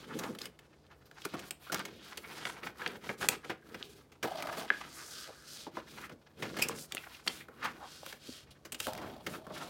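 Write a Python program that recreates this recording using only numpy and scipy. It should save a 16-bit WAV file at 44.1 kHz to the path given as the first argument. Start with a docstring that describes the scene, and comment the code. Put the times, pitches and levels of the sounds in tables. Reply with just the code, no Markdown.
"""Paper at the rear feed slot of an inkjet printer, close up in a small furnished room with a faint hum.
A sheet flaps, rustles and buckles, and its edges are tapped into the ringing plastic slot.
From 4.2 s a hand drags another sheet over the hollow lid, then paper swishes across paper.
At 6.6 s the first sheet is pulled out with a stick-slip squeak. More snaps, scuffs and glides follow,
and two last drags close the scene, with a soft rumble of the hand on the microphone."""
import sys
import numpy as np
from scipy import signal
from scipy.fft import rfft, irfft, next_fast_len
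from scipy.io import wavfile
from scipy.ndimage import uniform_filter1d

SR = 44100
rng = np.random.default_rng(int(sys.argv[2]) if len(sys.argv) > 2 else 0)


def materialize(psi):
    """Save the field psi as 16-bit PCM at rate SR to the path in sys.argv[1].

    A 1-D psi becomes a single channel; in a 2-D psi each row is a channel.
    """
    bounded = np.clip(np.atleast_2d(psi).T, -1, 1)
    quanta = np.round(bounded * 32767).astype(np.int16)
    wavfile.write(sys.argv[1], SR, quanta)


N = 427329

# modes of the plastic feed tray: f/Hz, width/Hz, level/dB
TRAY_MODES = [(399, 530, -13.5), (1290, 260, 1), (1650, 100, -7.5), (2090, 160, -15), (3190, 330, -8),
              (4570, 1200, -4.5)]
CASE_HZ, CASE_WIDTH_HZ = 1530, 310   # the printer's hollow case sings along with rubbing


def from_db(db):
    """Decibels to gain."""
    return 10 ** (np.asarray(db) / 20)


def rms_one(x):
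    """Scale to rms 1."""
    return x / np.sqrt(np.mean(x ** 2) + 1e-20)


def energy_one(x):
    """Scale to energy 1."""
    return x / np.sqrt(np.sum(x ** 2) + 1e-20)


def evened(x, size=1800):
    """Ride the level to rms 1 over `size` samples, keeping the grain."""
    return x / np.sqrt(uniform_filter1d(x ** 2, size) + 1e-9)


def envelope(points):
    """Gain at every sample from breakpoints of t/s, level/dB."""
    times, levels_db = np.transpose(points)
    return from_db(np.interp(np.arange(N) / SR, times, levels_db))


def drift(rate_hz):
    """Random wander with rms 1."""
    knots = rng.standard_normal(N // 20)
    return rms_one(np.interp(np.arange(N) / SR * rate_hz, np.arange(len(knots)), knots))


def band(x, low_hz, high_hz, order=2):
    """Causal band-pass."""
    top = min(high_hz, SR / 2 - 100)
    sos = signal.butter(order, [min(low_hz, top / 2), top], "band", fs=SR, output="sos")
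    return signal.sosfilt(sos, x + 1e-18)


def resonator(hz, width_hz):
    """Filter coefficients of one resonance with gain 1 at its peak."""
    r = np.exp(-np.pi * width_hz / SR)
    return np.array([1, 0, -1]) * (1 - r * r) / 2, [1, -2 * r * np.cos(2 * np.pi * hz / SR), r * r]


def resonate(x, hz, width_hz):
    """Ring a fixed resonance."""
    return signal.lfilter(*resonator(hz, width_hz), x + 1e-18)


def sweep(x, hz, block=128):
    """Ring a moving resonance as wide as its centre frequency."""
    out, state = np.zeros(len(x)), np.zeros(2)
    for i in range(0, len(x), block):
        out[i:i + block], state = signal.lfilter(*resonator(hz[i], hz[i]), x[i:i + block], zi=state)
    return out


def colour(x, eq):
    """Shape a steady excitation with an EQ curve; rms 1."""
    size = next_fast_len(N)
    hz, db = np.transpose(eq)
    bins_hz = np.maximum(np.arange(size // 2 + 1) * SR / size, 1)
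    gain = from_db(np.interp(np.log(bins_hz), np.log(hz), db, left=-60))
    return rms_one(irfft(rfft(x, size) * gain, size)[:N])


def grains(per_s, spread_db, smooth):
    """Tiny slips of uneven size on top of smooth friction noise."""
    sizes = from_db(spread_db * np.minimum(rng.exponential(1, N), 4)) * rng.choice([-1, 1], N)
    slips = rms_one(sizes * (rng.random(N) < per_s / SR))
    return slips + smooth * rng.standard_normal(N)


def tray(x, ring):
    """A contact heard directly and through the modes of the tray."""
    return x + ring * sum(from_db(db) * resonate(x, hz, width) for hz, width, db in TRAY_MODES)


def room_tone(noise_db=-66):
    """The bed: a faint, slightly wavering hum in dull room noise."""
    # hum tone: f/Hz, rms level/dB
    hum_tones = [(145.3, -72)]
    # EQ of the room noise: f/Hz, level/dB
    room_eq = [(25, -20), (65, 13), (150, 3), (550, 1), (1150, -8.5), (2200, -39), (4500, -21),
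               (16000, -32)]
    t = np.arange(N) / SR
    hum = sum(np.sqrt(2) * from_db(db) * np.sin(2 * np.pi * hz * t + 0.49 * drift(42))
              for hz, db in hum_tones)
    return hum + from_db(noise_db) * colour(rng.standard_normal(N), room_eq)


def stroke_gains(fade_db=16, roundness=2.63, linger_s=0.032):
    """Each stroke swells and fades with the speed of the sheet: gains of friction, hiss and bending."""
    # sheet movements: fastest t/s, rise/s, fall/s, friction/dB, hiss/dB and bend/dB (both re friction)
    strokes = [(0.03, 0.1, 0.043, -59.5, -5.5, 2), (0.21, 0.17, 0.17, -53, -4, 8),
               (0.447, 0.055, 0.036, -48.5, -4.5, -4.5), (1.25, 0.11, 0.14, -61.5, 0.5, -17),
               (1.37, 0.054, 0.086, -48, -16, -2.5), (1.48, 0.079, 0.028, -57, -1.5, -16),
               (1.65, 0.057, 0.097, -57, -3.5, -22), (1.75, 0.017, 0.089, -40.5, -15, -6),
               (1.90, 0.19, 0.15, -59.5, -3, 4.5), (2.05, 0.061, 0.18, -53, -7, -9.5),
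               (2.41, 0.25, 0.24, -49, -7.5, -5.5), (2.66, 0.04, 0.054, -49, -9.5, -2),
               (2.82, 0.067, 0.059, -49.5, -9.5, -6.5), (2.94, 0.078, 0.044, -51.5, -9, 1.5),
               (3.091, 0.076, 0.056, -50.5, -4, 1), (3.239, 0.054, 0.041, -42, -5.5, -3),
               (3.304, 0.014, 0.06, -46, -4, 0), (3.51, 0.087, 0.038, -54.5, -8, -1),
               (3.74, 0.11, 0.12, -57, -8, 2.5), (3.92, 0.22, 0.13, -66, 3, 5.5),
               (4.30, 0.067, 0.76, -49, -12.5, -5.5), (4.60, 0.059, 0.041, -42, -8.5, -9.5),
               (4.79, 0.1, 0.11, -58.5, 2, -6), (5.76, 0.045, 0.08, -54.5, -6.5, 0.5),
               (6.031, 0.22, 0.048, -60, 3.5, 4.5), (6.118, 0.0083, 0.023, -53, -23, 2),
               (6.441, 0.069, 0.18, -50.5, -7.5, 4.5), (6.64, 0.12, 0.18, -45.5, -13, 0),
               (7.05, 0.18, 0.22, -57.5, 0, -13), (7.36, 0.12, 0.078, -60, 8, 2),
               (7.66, 0.14, 0.21, -54.5, -11, -1), (7.66, 0.037, 0.015, -37, -13, -15),
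               (8.089, 0.083, 0.086, -59.5, 6, -15), (8.82, 0.032, 0.1, -58.5, 13.5, -8),
               (9.04, 0.12, 0.15, -56.5, -9, 8), (9.34, 0.11, 0.061, -51.5, -4, 3.5),
               (9.587, 0.072, 0.13, -48.5, -3.5, -2.5)]
    t = np.arange(0, N + 32, 32) / SR
    power = from_db([[-72.5], [-80.5], [-68.5]]) ** 2   # a held sheet is never quite still

    def fade(peak, rise, fall):
        """Drop in dB either side of the fastest moment."""
        distance = np.maximum((peak - t) / rise, (t - peak) / fall)
        return fade_db * np.clip(distance, 0, 5) ** roundness

    for peak, rise, fall, friction_db, hiss_db, bend_db in strokes:
        rub_db = friction_db - fade(peak, rise, fall)
        wobble_db = friction_db - fade(peak, rise, fall + linger_s)   # the wobble outlasts the rub
        power = power + from_db([rub_db, rub_db + hiss_db, wobble_db + bend_db]) ** 2
    return [np.interp(np.arange(N) / SR, t, np.sqrt(p)) for p in power]


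def rustle(friction, hiss, shift_db=16.0, catch_db=6.0, crackle_db=-9, crinkle_db=-11, case_db=-14):
    """Fibres catch and let go: coarse slips sound the tray and case, fine ones merge into soft hiss."""
    # EQ of the coarse rub: f/Hz, level/dB
    friction_eq = [(400, -13.5), (700, 3), (1400, 4), (2300, 0.5), (4200, -8.5), (6000, -13), (12000, -37)]
    # EQ of the fine hiss: f/Hz, level/dB
    hiss_eq = [(2000, -3), (3500, 0.5), (4800, -2), (8000, -6.5), (16000, -6)]
    slips = grains(2200, spread_db=4.0, smooth=0.93)
    # the resonances swell and fade as the bend of the sheet changes
    modes = sum(from_db(db + shift_db * drift(16)) * resonate(slips, hz, 2 * width)
                for hz, width, db in TRAY_MODES)
    coarse = from_db(catch_db * drift(70) - 2.05) * evened(colour(slips + 0.18 * modes, friction_eq))
    # each half octave of the hiss wanders on its own
    edges_hz = 2000 * 2 ** (np.arange(7) / 2)
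    shimmer = sum(from_db(4.5 * drift(8.4)) * band(rng.standard_normal(N), low, high)
                  for low, high in zip(edges_hz, edges_hz[1:]))
    crackles = from_db(crackle_db) * grains(740, spread_db=8.0, smooth=0)
    fine = from_db(2.3 * drift(60)) * colour(evened(shimmer) + crackles, hiss_eq)
    case = resonate(rng.standard_normal(N), CASE_HZ, CASE_WIDTH_HZ)
    case = from_db(case_db) * rms_one(band(case, CASE_HZ / 2, 2 * CASE_HZ))
    # small creases ring low and round
    creases = grains(110, spread_db=1.2, smooth=0)
    crinkles = from_db(crinkle_db) * rms_one(band(tray(creases, ring=1.2), 640, 5600))
    return friction * (coarse + crinkles) + hiss * fine + np.hypot(friction, hiss) * case


def flexing(bend):
    """The sheet bends in many soft, low buckles."""
    # EQ of the buckling: f/Hz, level/dB
    flex_eq = [(30, -22.5), (95, -11.5), (160, 0), (330, 0.5), (650, -10.5), (1100, -42.5)]
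    buckles = grains(700, spread_db=3.0, smooth=0.67)
    return bend * evened(colour(buckles, flex_eq), size=2000)


def scuffs():
    """A bowed sheet brushes past something: a swell of slips rings its hollow."""
    # hollow scuffs: middle t/s, level/dB, ring f/Hz, half length/s
    brushes = [(0.116, -45.5, 1210, 0.017), (0.163, -38, 264, 0.015), (0.248, -44.5, 960, 0.046),
               (0.307, -36.5, 270, 0.01), (5.003, -51, 1420, 0.044), (5.298, -48, 490, 0.017),
               (6.043, -45.5, 1460, 0.018), (6.949, -38, 380, 0.0027), (7.071, -45.5, 960, 0.0053),
               (7.151, -48, 2730, 0.0053), (7.413, -49, 1840, 0.011), (7.66, -37.5, 1320, 0.028),
               (7.836, -47, 860, 0.028), (8.033, -41.5, 650, 0.0025), (8.293, -41, 254, 0.0052),
               (8.888, -37.5, 630, 0.0085), (9.04, -48.5, 895, 0.044)]
    t, out = np.arange(N) / SR, np.zeros(N)
    slips = grains(1800, spread_db=1.5, smooth=1.0)
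    for middle, level_db, ring_hz, half_s in brushes:
        near = np.abs(t - middle) < .5
        swell = 1 / np.cosh(np.minimum(np.abs(t[near] - middle) / half_s * np.pi / 2, 20))
        hollow = band(resonate(slips[near], ring_hz, 0.55 * ring_hz), ring_hz / 2, 2 * ring_hz)
        out[near] += from_db(level_db) * swell * evened(hollow, size=900)
    return out


def snap(ring_hz, contact_s, crack_db, thump_db, scrape_s=0.0011, thump_s=0.011):
    """A sudden contact with a short scrape: the paper rings, cracks on top, and the whole sheet thumps."""
    t = np.arange(SR // 8) / SR
    contact_s = max(contact_s, 1 / 4000)
    noise = rng.standard_normal((3, len(t)))
    scrape = energy_one(noise[0] * np.abs(noise[2]) * np.sqrt(t) * np.exp(-t / contact_s))
    # brief contacts are one clean click, long ones mostly a run of tiny slips
    contact = (t == 0) + contact_s / scrape_s * scrape
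    # soft pops ring in a narrow band, crisp creases in a wide one
    body = resonate(tray(contact, ring=0.74), ring_hz, from_db(0.28 * crack_db) * ring_hz)
    note = 0.36 * resonate(body, ring_hz, ring_hz / 9)
    ring = energy_one(band(body + note, 0.33 * ring_hz, 2.0 * ring_hz, order=3))
    bright = contact + 2 * resonate(contact, 2.99 * ring_hz, 1300)
    crack = energy_one(band(bright, 2800, 23000))
    push = evened(noise[1], size=200) * np.sqrt(t) * np.exp(-t / thump_s)
    thump = energy_one(band(push, 165, 644))
    return ring + from_db(crack_db) * crack + from_db(thump_db) * thump


def snaps(lift_db=4.0):
    """Edges tap plastic and creases snap through; slow, low snaps move the sheet most and thump hardest."""
    # taps and snaps: t/s, level/dB before the lift, ring f/Hz, contact/s, crack/dB re level
    hits = [(0.189, -46.5, 2160, 0.0045, 1.5), (0.234, -46, 2240, 0.0072, -9),
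            (0.35, -56, 1380, 0.0021, -4), (0.387, -50.5, 3530, 0.0023, -7),
            (0.416, -45.5, 4330, 0.0024, -16), (0.456, -48.5, 3050, 0.0019, -5),
            (0.59, -59.5, 2330, 0.0031, -7), (0.866, -73, 3030, 0.0014, -16), (1.055, -67, 4400, 0.01, -3),
            (1.113, -59, 1550, 0.0016, -10), (1.219, -55, 3100, 0.0022, -15),
            (1.251, -41.5, 1390, 0.0033, -3), (1.337, -46, 1090, 0.0067, -11),
            (1.392, -50, 2520, 0.0048, -5), (1.508, -44, 2760, 0.0018, 1), (1.698, -44, 1430, 0.00087, -74),
            (1.72, -40, 1810, 0.007, -0.5), (1.745, -42, 1940, 0.0013, 1.5),
            (1.794, -49.5, 3020, 0.00081, -5), (1.852, -46.5, 2220, 0.0039, -4.5),
            (2.173, -45.5, 2900, 0.0047, -4.5), (2.453, -38.5, 2070, 0.0021, -20.5),
            (2.631, -47, 1950, 0.0042, -22), (2.818, -44.5, 1660, 0.0017, -52),
            (2.862, -36, 1920, 0.0017, -25), (2.876, -47, 3400, 0.0016, -10),
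            (3.091, -38.5, 1800, 0.0052, -40), (3.228, -39.5, 1540, 0.0026, -15),
            (3.287, -28, 2590, 0.0016, 0.5), (3.446, -51, 1550, 0.0039, -13),
            (3.496, -39.5, 1820, 0.0084, -17), (3.744, -47, 1850, 0.0045, -13),
            (3.827, -45, 3000, 0.00061, -38), (4.118, -62, 2220, 0.0088, -7),
            (4.228, -39, 1880, 0.0052, -7), (4.239, -40.5, 1160, 0.0069, -8),
            (4.424, -43.5, 2180, 0.0023, -8), (4.471, -45.5, 1440, 0.0023, -8.5),
            (4.525, -50.5, 1730, 0.0058, -4.5), (4.571, -47.5, 1564, 0.0064, -11),
            (4.703, -26.5, 1665, 0.00014, -56), (4.851, -54, 1320, 0.00057, -44.5),
            (5.667, -48, 830, 0.0018, -51), (5.77, -41, 1040, 0.0014, -61),
            (6.095, -54.5, 1670, 0.0041, -12), (6.423, -40.5, 2040, 0.0075, -11.5),
            (6.566, -45.5, 1720, 0.0074, -5), (6.587, -40.5, 2250, 0.012, -7.5),
            (6.686, -44.5, 2580, 0.0021, 4.5), (6.695, -43, 1050, 0.0011, -28),
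            (6.922, -43, 2770, 0.0013, -7), (6.949, -50, 3180, 0.0006, 5.5),
            (6.970, -43, 2140, 0.00075, -31), (6.979, -44.5, 2670, 0.00067, -73),
            (7.264, -52.5, 1090, 0.0054, 0), (7.276, -36, 2470, 0.00082, -18),
            (7.279, -33, 3000, 0.00086, -14.5), (7.484, -55, 1230, 0.0032, -16),
            (8.063, -52, 1100, 0.0011, -0.5), (8.126, -49, 1840, 0.0021, -7.5),
            (8.506, -59, 3370, 0.0086, -7), (8.65, -53, 2020, 0.0074, -2.5), (8.721, -45.5, 2730, 0.005, 1),
            (8.745, -46.5, 2510, 0.0039, -6), (8.802, -39.5, 2730, 0.0018, -3.5),
            (8.869, -41.5, 830, 0.0011, -5), (8.934, -54.5, 1540, 0.001, 3.5),
            (8.951, -54, 1900, 0.0016, -6), (8.977, -59, 1500, 0.0016, 3), (9.265, -40, 1970, 0.0047, -9),
            (9.467, -53.5, 874, 0.0024, -12), (9.504, -52, 920, 0.0043, -30)]
    out = np.zeros(N + SR)
    for start, level_db, ring_hz, contact_s, crack_db in hits:
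        thump_db = -0.5 - 9 * np.log2(ring_hz / 1500) + 3.5 * np.log2(contact_s / 0.0037)
        gain = np.sqrt(SR / 100) * from_db(level_db + lift_db)   # sets the ring's rms over 10 ms
        sound = gain * snap(ring_hz, contact_s, crack_db, thump_db)
        at = round(start * SR)
        out[at:at + len(sound)] += sound
    return out[:N]


def lid_drags(attack_s=0.0019, release_s=0.01, judder_db=4.5):
    """Pressed paper judders over the lid in dense small slips; lid and tray answer with a hollow ring."""
    # drags by hand: t/s, length/s, level/dB, ring f/Hz, easing/(dB per s; negative swells)
    drags = [(4.233, 0.42, -41.5, 637, 12), (8.862, 0.36, -45.5, 750, 30), (9.285, 0.91, -59, 410, -14)]
    # EQ of paper on the lid: f/Hz, level/dB
    lid_eq = [(300, -18.5), (450, -9), (630, 8.5), (900, 0.5), (1500, -16.5), (3400, -10.5), (6500, -22.5)]
    t, out = np.arange(N) / SR, np.zeros(N)
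    judder = from_db(judder_db * drift(120)) * grains(1600, spread_db=1.2, smooth=0.6)
    slips = tray(judder, ring=1.3)
    for start, length, level_db, ring_hz, easing in drags:
        # the hand bites at once, eases off or leans in, then lets go
        gate = np.exp(-np.maximum(start - t, 0) / attack_s
                      - np.maximum(t - start - length, 0) / release_s)
        pressure = gate * from_db(level_db - easing * np.clip(t - start, 0, length))
        hollow = 0.83 * resonate(slips, ring_hz, width_hz=420)
        out += pressure * evened(colour(slips + hollow, lid_eq))
    return out


def glides(bend_db=-12, arch=0.98):
    """Sheet glides over sheet: a swish whose colour moves with the free length, over case ring and bend."""
    # swishes: start t/s, end t/s, level/dB, start f/Hz, end f/Hz, case ring/dB re level
    swishes = [(4.855, 5.143, -51.5, 4640, 5560, -22), (5.06, 5.314, -48.5, 5000, 2520, -8.5),
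               (5.19, 5.565, -62, 3370, 4000, 0.5), (5.438, 5.707, -50, 4960, 2970, -21),
               (6.736, 6.872, -48, 4880, 7500, -22), (7.78, 8.087, -55, 3330, 3270, -10),
               (8.18, 8.458, -52, 3350, 3940, -19)]
    out = np.zeros(N + SR)
    slips = grains(900, spread_db=3.0, smooth=1.15)
    flutter = 2 ** (drift(24) / 5)   # the free end of the sheet sways
    for start, end, level_db, from_hz, to_hz, case_db in swishes:
        at = np.arange(int(start * SR), int(end * SR))
        t, rub = at / SR, slips[at]
        speed = np.abs(np.sin(np.pi * (t - start) / (end - start))) ** arch
        centre_hz = np.geomspace(from_hz, to_hz, len(at)) * flutter[at]
        swish = rms_one(sweep(tray(rub, ring=0.87), centre_hz))
        case = from_db(case_db) * rms_one(resonate(rub, CASE_HZ, CASE_WIDTH_HZ))
        bend = from_db(bend_db) * rms_one(band(rub, 170, 760))
        out[at] += from_db(level_db) * speed * (swish + case + bend)
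    return out[:N]


def squeak(pitch_hz=2525, roughness=0.069, harmonic_step_db=-5.0):
    """Pulled from the slot, the paper edge sticks and slips almost regularly: a rough, harmonic squeak."""
    # envelope of the squeak: t/s, level/dB
    contour = [(6.616, -45), (6.625, -21), (6.630, -33), (6.637, -33), (6.660, -64)]
    t = np.arange(N) / SR
    phase = 2 * np.pi * np.cumsum(pitch_hz * (1 + roughness * drift(1500))) / SR
    tone = sum(from_db(harmonic_step_db * k) * np.sin((k + 1) * phase) for k in range(5))
    gate = (t > contour[0][0]) & (t < contour[-1][0])
    return gate * envelope(contour) * (rms_one(tone) + 0.53 * rng.standard_normal(N))


def hand_rumble():
    """The hand shifts on the microphone with a soft, low rumble."""
    # envelope of the rumble: t/s, level/dB
    contour = [(8.3, -89), (8.51, -57), (8.58, -87), (8.95, -52.5), (9.2, -69)]
    return envelope(contour) * rms_one(band(rng.standard_normal(N), 50, 140))


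def reflections(early_db=-13, early_t60=0.023, tail_db=-14.5, body_t60=0.23, treble_t60=0.19):
    """Quick echoes from the printer and shelves, then a short tail that dulls as it dies."""
    t = np.arange(SR // 2) / SR
    noise = rng.standard_normal((3, len(t)))
    early = energy_one(noise[0] * (t > .002) * from_db(-60 * t / early_t60))
    body = band(noise[1], 220, 3600) * from_db(-60 * t / body_t60)
    treble = band(noise[2], 4900, 23000) * from_db(-2 - 60 * t / treble_t60)
    tail = energy_one((body + treble) * (t > .008))
    return from_db(early_db) * early + from_db(tail_db) * tail


def room(x, patterns=8):
    """Sheet and microphone keep moving, so one pattern of reflections crossfades into the next."""
    place = np.linspace(0, patterns - 1, N)
    sends = [np.sqrt(np.maximum(1 - np.abs(place - k), 0)) for k in range(patterns)]
    return x + sum(signal.oaconvolve(x * send, reflections())[:N] for send in sends)


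def scene():
    """Paper in the room, the same in both channels."""
    friction, hiss, bend = stroke_gains()
    paper = rustle(friction, hiss) + flexing(bend) + scuffs() + snaps()
    paper += lid_drags() + glides() + squeak()
    return np.tile(room_tone() + room(paper) + hand_rumble(), (2, 1))


def record(dry, cutoff_hz=15900):
    """A steep low-pass takes off the very top."""
    return signal.sosfilt(signal.ellip(10, .2, 80, cutoff_hz, fs=SR, output="sos"), dry)


dry = scene()
out = record(dry)
materialize(out)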